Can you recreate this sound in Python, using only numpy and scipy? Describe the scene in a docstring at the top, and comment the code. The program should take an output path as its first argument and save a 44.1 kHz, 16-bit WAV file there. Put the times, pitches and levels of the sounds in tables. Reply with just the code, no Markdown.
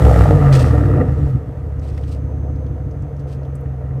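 """A V8 car in a parking lot, heard near its tail, starts at the top of a blip of the throttle.
Its two cylinder banks fire unevenly into a booming exhaust, which cracks, rasps and hisses at speed.
As the revs fall, shoes scuff on asphalt, then unburnt fuel burbles in the pipe on the overrun.
The engine settles to a slow, loping idle; a faint whine comes through, and grit ticks
under the soles as the listener walks round the back of the car."""
import sys
import numpy as np
from scipy import signal
from scipy.fft import rfft, irfft
from scipy.io import wavfile
from scipy.ndimage import uniform_filter1d

SR = 44100
rng = np.random.default_rng(int(sys.argv[2]) if len(sys.argv) > 2 else 0)


def unload_audio(sound):
    """Save the sound as a 16-bit wav file, at the path given as the first command line argument."""
    columns = np.transpose(np.atleast_2d(sound))
    # keep every value between -1 and 1, then stretch to whole-number steps
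    steps = np.round(np.clip(columns, -1, 1) * 32767)
    wavfile.write(sys.argv[1], SR, steps.astype(np.int16))


N = 176400
TIME = np.arange(N) / SR


def from_db(db):
    """Decibels to gain."""
    return 10 ** (np.asarray(db) / 20)


def unit_rms(x):
    """Scale to unit power."""
    return x / np.sqrt(np.mean(x ** 2) + 1e-20)


def curves(rows):
    """Each column after time_s, interpolated to every sample."""
    time_s, *columns = np.transpose(rows)
    return [np.interp(TIME, time_s, column) for column in columns]


def smooth(x, window_s):
    """Triangular moving average."""
    size = max(int(window_s * SR), 1)
    return uniform_filter1d(uniform_filter1d(x, size), size)


def levelled(x, window_s):
    """Remove slow swings of level, keep the beat."""
    return x / np.sqrt(np.abs(smooth(x * x, window_s)) + 1e-18)


def coloured(x, spectrum):
    """Give white sound a spectrum at unchanged power."""
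    hz, db = np.transpose(spectrum)
    bin_hz = np.maximum(np.arange(N // 2 + 1) * SR / N, 1)
    gain = from_db(np.interp(np.log(bin_hz), np.log(hz), db))
    skirts = np.minimum(bin_hz / hz[0], 1) ** 2 * np.minimum(hz[-1] / bin_hz, 1) ** 2
    return irfft(rfft(x) * unit_rms(gain * skirts), N)


def resonate(x, modes, ratio=1):
    """Parallel resonances, mode k weighted by ratio ** k; a negative ratio alternates polarity."""
    out = 0
    for k, (hz, width_hz, db) in enumerate(modes):
        r = np.exp(-np.pi * width_hz / SR)
        feedforward = [(1 - r * r) / 2, 0, (r * r - 1) / 2]
        feedback = [1, -2 * r * np.cos(2 * np.pi * hz / SR), r * r]
        out = out + ratio ** k * from_db(db) * signal.lfilter(feedforward, feedback, x + 1e-18)
    return out


def butter(order, hz, kind="low"):
    """Butterworth sections."""
    return signal.butter(order, hz, kind, fs=SR, output="sos")


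def band(x, low_hz, high_hz, order=2):
    """Band-pass."""
    return signal.sosfilt(butter(order, [low_hz, high_hz], "band"), x)


def clicks(start_s, level_db):
    """One impulse at each time."""
    return np.bincount(np.clip(start_s * SR, 0, N).astype(int), from_db(level_db), N + 1)[:N]


def puffs(impulses, decay_s):
    """A dying burst of noise after each impulse."""
    envelope = signal.lfilter([1], [1, -np.exp(-1 / (decay_s * SR))], impulses + 1e-18)
    return envelope * rng.standard_normal(N)


# crank speed: time_s, speed_rpm
CRANK_SPEED = [(0.0, 2732.4), (0.3, 2340.2), (0.55, 1971.6), (0.8, 1612.8), (0.95, 1383.7), (1.1, 1223.2),
               (1.3, 973.5), (1.5, 848.8), (1.65, 791.5), (1.9, 773.8), (2.3, 787.9), (2.55, 777.4),
               (2.8, 753.0), (3.05, 721.8), (3.3, 676.5), (3.55, 682.3), (3.75, 658.0), (4.0, 661.0)]
# cylinders in firing order: bank (0 or 1), push_db, chuff_db, crack_db
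FIRING_ORDER = [(1, -11.5, -7.5, -5.5), (0, 3.3, -9.5, -15), (0, 7, -6, 1), (1, -9, -3, -25),
                (0, 2.3, -3.5, -15), (1, -1.8, -1.5, 5), (1, -1.5, 2, -23), (0, 6, -12, -11)]
def firings(first_offset=.34, jitter_s=.0001, bank_lead_s=.0075, crack_lead_s=.0075):
    """Eight firings every two turns, as impulses of low push, chuff and crack."""
    count = len(FIRING_ORDER)
    cycle_hz = curves(CRANK_SPEED)[0] / 120
    fired = np.cumsum(cycle_hz) / SR * count
    n = np.arange(int(fired[-1]))
    bank, push_db, chuff_db, crack_db = np.array(FIRING_ORDER)[n % count].T
    scatter = rng.standard_normal((len(n), 4))
    fire_s = np.interp(n + first_offset, fired, TIME) + jitter_s * scatter[:, 0]
    arrival_s = fire_s - bank_lead_s * bank  # bank 1 has the shorter pipe
    return (clicks(arrival_s, push_db + 2.4 * scatter[:, 1]),
            clicks(arrival_s, chuff_db + 2.5 * scatter[:, 2]),
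            clicks(fire_s - crack_lead_s, crack_db + 2 * scatter[:, 3]))


# deep silencer resonances: pitch_hz, width_hz, relative_db
BOOM_MODES = [(66.8, 10.6, -7), (72.3, 5, 0), (97.4, 23, -8), (133, 14, -1.4)]
# resonance swinging against them: pitch_hz, width_hz, relative_db
COUNTER_MODE = [(141.5, 14, -2.9)]
def silencer(push, low_hz=45, high_hz=190):
    """The firings ring the silencer's deep resonances."""
    ring = resonate(push, COUNTER_MODE) - resonate(push, BOOM_MODES)
    ring = signal.sosfilt(butter(4, low_hz, "high"), ring)
    return levelled(signal.sosfiltfilt(butter(5, high_hz), ring), .13)


def bass(deep, boom_db, throb_db, split_hz=88):
    """The lowest boom and the throb above it, each at its own level."""
    boom = signal.sosfiltfilt(butter(4, split_hz), deep)
    return from_db(boom_db) * levelled(boom, .15) + from_db(throb_db) * levelled(deep - boom, .15)


# gas rasp and tailpipe hiss levels: time_s, level_db
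RASP_LEVEL = [(0.02, -32.5), (0.11, -29), (0.19, -26.5), (0.34, -33.5), (0.43, -27.5), (1.0, -35.5),
              (1.01, -31), (1.03, -38), (1.49, -52), (2.83, -57.5), (3.75, -53), (3.92, -52)]
HISS_LEVEL = [(0, -38.5), (.22, -38), (.36, -44.5), (.62, -45.5), (.8, -47.5), (1.05, -54.5), (1.3, -55),
              (1.42, -64.5), (2.6, -70), (4, -77)]
# their spectra: frequency_hz, relative_db
RASP_SPECTRUM = [(600, -1.5), (900, -1), (1040, -9.5), (1200, 4), (1340, 3), (1520, -10.5), (1900, -3),
                 (2250, -19), (2800, -18.5), (4000, -55)]
HISS_SPECTRUM = [(1500, 8), (2800, -0.5), (4500, -3.5), (6500, -6.5), (8800, -6), (10800, -14.5),
                 (12800, -9.5), (15500, -22)]
def gas_flow(deep, rasp_depth=.34, hiss_depth=.22):
    """Rasp and hiss torn from each rising pressure front."""
    front = levelled(np.maximum(np.gradient(deep), 0) ** 2, .084)
    out = 0
    for level, spectrum, depth in [(RASP_LEVEL, RASP_SPECTRUM, rasp_depth),
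                                   (HISS_LEVEL, HISS_SPECTRUM, hiss_depth)]:
        pulsing = unit_rms((1 + depth * (front - 1)) * rng.standard_normal(N))
        out = out + from_db(curves(level)[0]) * coloured(pulsing, spectrum)
    return out


# exhaust crack spectrum: frequency_hz, relative_db
CRACK_SPECTRUM = [(250, -0.5), (420, 2), (620, 6), (850, 2), (1040, -16.5), (1300, -5), (1550, -20),
                  (1900, -19), (2800, -38)]
def cracks(impulses, level_db=-20.5, full_rpm=2298, fade_db_per_rpm=2, noise_db=1):
    """At high revs the strongest pressure fronts steepen into sharp cracks."""
    sharp = unit_rms(impulses) + from_db(noise_db) * unit_rms(puffs(impulses, decay_s=.0023))
    fade_db = fade_db_per_rpm * np.minimum(curves(CRANK_SPEED)[0] - full_rpm, 0)
    return from_db(level_db + fade_db) * coloured(levelled(sharp, .085), CRACK_SPECTRUM)


def pipe(impulses, modes, puff_db, low_hz, high_hz):
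    """Firings and the turbulence after each ring the pipe."""
    drive = unit_rms(impulses) + from_db(puff_db) * unit_rms(puffs(impulses, decay_s=.035))
    ring = resonate(drive, modes, ratio=-1.16)
    return levelled(band(ring, low_hz, high_hz, order=3), .15)


# middle and upper exhaust resonances: pitch_hz, width_hz, unweighted_db
DRONE_MODES = [(243, 45, -6), (294.3, 17.1, -2), (352, 10, -9)]
CHUFF_MODES = [(448.3, 40, 7.5), (505.2, 42.4, 4), (599.4, 32.7, -1.5), (737.5, 35.4, -2), (757, 37, -7.5),
               (948, 130, -21)]
# exhaust levels: time_s, boom_db, throb_db, drone_db, chuff_db
EXHAUST_LEVELS = [(0.02, -10.5, -12.5, -23.5, -18.5), (0.21, -11, -12.5, -26, -25),
                  (0.33, -19.5, -10.5, -22, -22), (0.5, -16, -9, -26.5, -22.5),
                  (0.84, -19, -14, -21.5, -26.5), (0.95, -20.5, -14.5, -23, -29.5),
                  (0.98, -25.5, -13, -18.5, -23), (1.15, -21, -20, -34, -34),
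                  (1.23, -19.5, -14, -26.5, -33.5), (1.27, -15, -22.5, -31, -31.5),
                  (1.35, -28, -14, -27.5, -40), (1.39, -26.5, -23.5, -41, -40),
                  (1.47, -33.5, -28.5, -37, -37.5), (1.66, -25, -28, -41.5, -40.5),
                  (2.53, -24, -25.5, -35, -39), (3.13, -31, -27, -41, -39.5),
                  (3.92, -27.5, -25.5, -42, -39.5), (3.97, -41, -19.5, -37, -39)]
def exhaust():
    """One train of firings drives the bass, gas noise, cracks, drone and chuff."""
    push, chuff, crack = firings()
    boom_db, throb_db, drone_db, chuff_db = curves(EXHAUST_LEVELS)
    deep = silencer(push)
    return (bass(deep, boom_db, throb_db) + gas_flow(deep) + cracks(crack)
            + from_db(drone_db) * pipe(push, DRONE_MODES, puff_db=0, low_hz=220, high_hz=410)
            + from_db(chuff_db) * pipe(chuff, CHUFF_MODES, puff_db=6.5, low_hz=400, high_hz=1080))


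# outdoor background spectrum: frequency_hz, relative_db
AIR_SPECTRUM = [(10, 2), (30, -13.5), (100, -2), (400, -11.5), (1500, -24), (4000, -45), (15000, -53)]
def open_air(level_db=-42):
    """A steady low rumble."""
    return from_db(level_db) * coloured(rng.standard_normal(N), AIR_SPECTRUM)


# shoe scuffs: start_s, length_s, level_db
SCUFFS = [(.522, 0.075, -31.5), (0.589, 0.028, -35), (0.605, 0.16, -44.5), (1.812, 0.096, -57),
          (1.875, 0.053, -57), (1.923, 0.29, -61), (2.077, .03, -53), (2.109, 0.046, -49),
          (3.191, .025, -58), (3.27, 0.1, -58.5), (3.323, 0.011, -49.5)]
# their spectrum: frequency_hz, relative_db
SCUFF_SPECTRUM = [(1200, -20), (2500, 2), (3800, -1), (5200, -1), (7000, -8), (8800, -4.5), (10800, -20.5),
                  (13000, -14.5), (15500, -26)]
def shoes(attack_s=.0066, base_release_s=.0089, grain_db=2):
    """Soles drag over grit in grainy swells."""
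    pressure = 0
    for start_s, length_s, level_db in SCUFFS:
        attack = np.clip((TIME - start_s) / attack_s, 0, 1)
        past_middle_s = np.maximum(TIME - start_s - length_s / 2, 0)
        release = np.exp(-past_middle_s / (base_release_s + length_s / 5))
        pressure = pressure + from_db(level_db) * attack * release
    roughness = unit_rms(smooth(rng.standard_normal(N), .0029))
    grain = unit_rms(from_db(grain_db * roughness))
    return coloured(pressure * grain * rng.standard_normal(N), SCUFF_SPECTRUM)


# overrun pops: start_s, relative_db
POPS = [(.896, -16.5), (.937, -16.5), (0.955, -14), (.964, -25), (.975, -21), (1.001, -15.5), (1.01, -6.5),
        (1.021, -15)]
def burble(ring_gain_db=21, crack_gain_db=-18.5):
    """Unburnt fuel pops in the pipe as the revs fall."""
    bursts = puffs(clicks(*np.transpose(POPS)), decay_s=.0034)
    ring = band(resonate(bursts, DRONE_MODES + CHUFF_MODES, ratio=-.86), low_hz=160, high_hz=760)
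    return from_db(ring_gain_db) * ring + from_db(crack_gain_db) * coloured(bursts, RASP_SPECTRUM)


# swell of the whine: time_s, relative_db
WHINE_SWELL = [(1.3, -11), (2.1, -6), (2.3, 0), (2.65, 0), (2.8, -5), (3.5, -4), (4, -10)]
def whine(pitch_hz=6220, waver_hz=12, top_db=-71):
    """A thin, slightly wavering tone, perhaps the fuel pump."""
    hz = pitch_hz + waver_hz * unit_rms(smooth(rng.standard_normal(N), .021))
    tone = unit_rms(np.sin(2 * np.pi * np.cumsum(hz) / SR))
    return from_db(top_db + curves(WHINE_SWELL)[0]) * tone


# grit ticks: start_s, level_db, centre_hz
GRIT_TICKS = [(1.795, -54.5, 5540), (1.977, -38, 1940), (2.036, -48, 2950), (2.56, -59, 5030),
              (2.665, -55, 3700), (2.911, -57, 5540), (3.022, -57, 6500), (3.165, -59, 5500),
              (3.432, -59.5, 4520), (3.45, -53, 3200), (3.553, -49.5, 8900), (3.609, -58, 12500)]
def grit(decay_s=.0063, edge_ratio=1.15):
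    """Single stones crack under a sole."""
    noise = rng.standard_normal(N)
    out = 0
    for start_s, level_db, centre_hz in GRIT_TICKS:
        envelope = (TIME > start_s) * np.exp(-np.abs(TIME - start_s) / decay_s)
        stone = unit_rms(band(noise, centre_hz / edge_ratio, centre_hz * edge_ratio, order=1))
        out = out + from_db(level_db) * envelope * stone
    return out


def scene():
    """Open air, car and footsteps, in mono."""
    return (open_air() + exhaust() + burble() + shoes() + grit() + whine())[None]


def record(dry, ceiling=2.2, stopband_hz=16400):
    """The biggest peaks are rounded and the top is cut."""
    rounded = dry / (1 + (dry / ceiling) ** 8) ** (1 / 8)
    return signal.sosfilt(signal.cheby2(16, 70, stopband_hz, fs=SR, output="sos"), rounded)


dry = scene()
out = record(dry)
unload_audio(out)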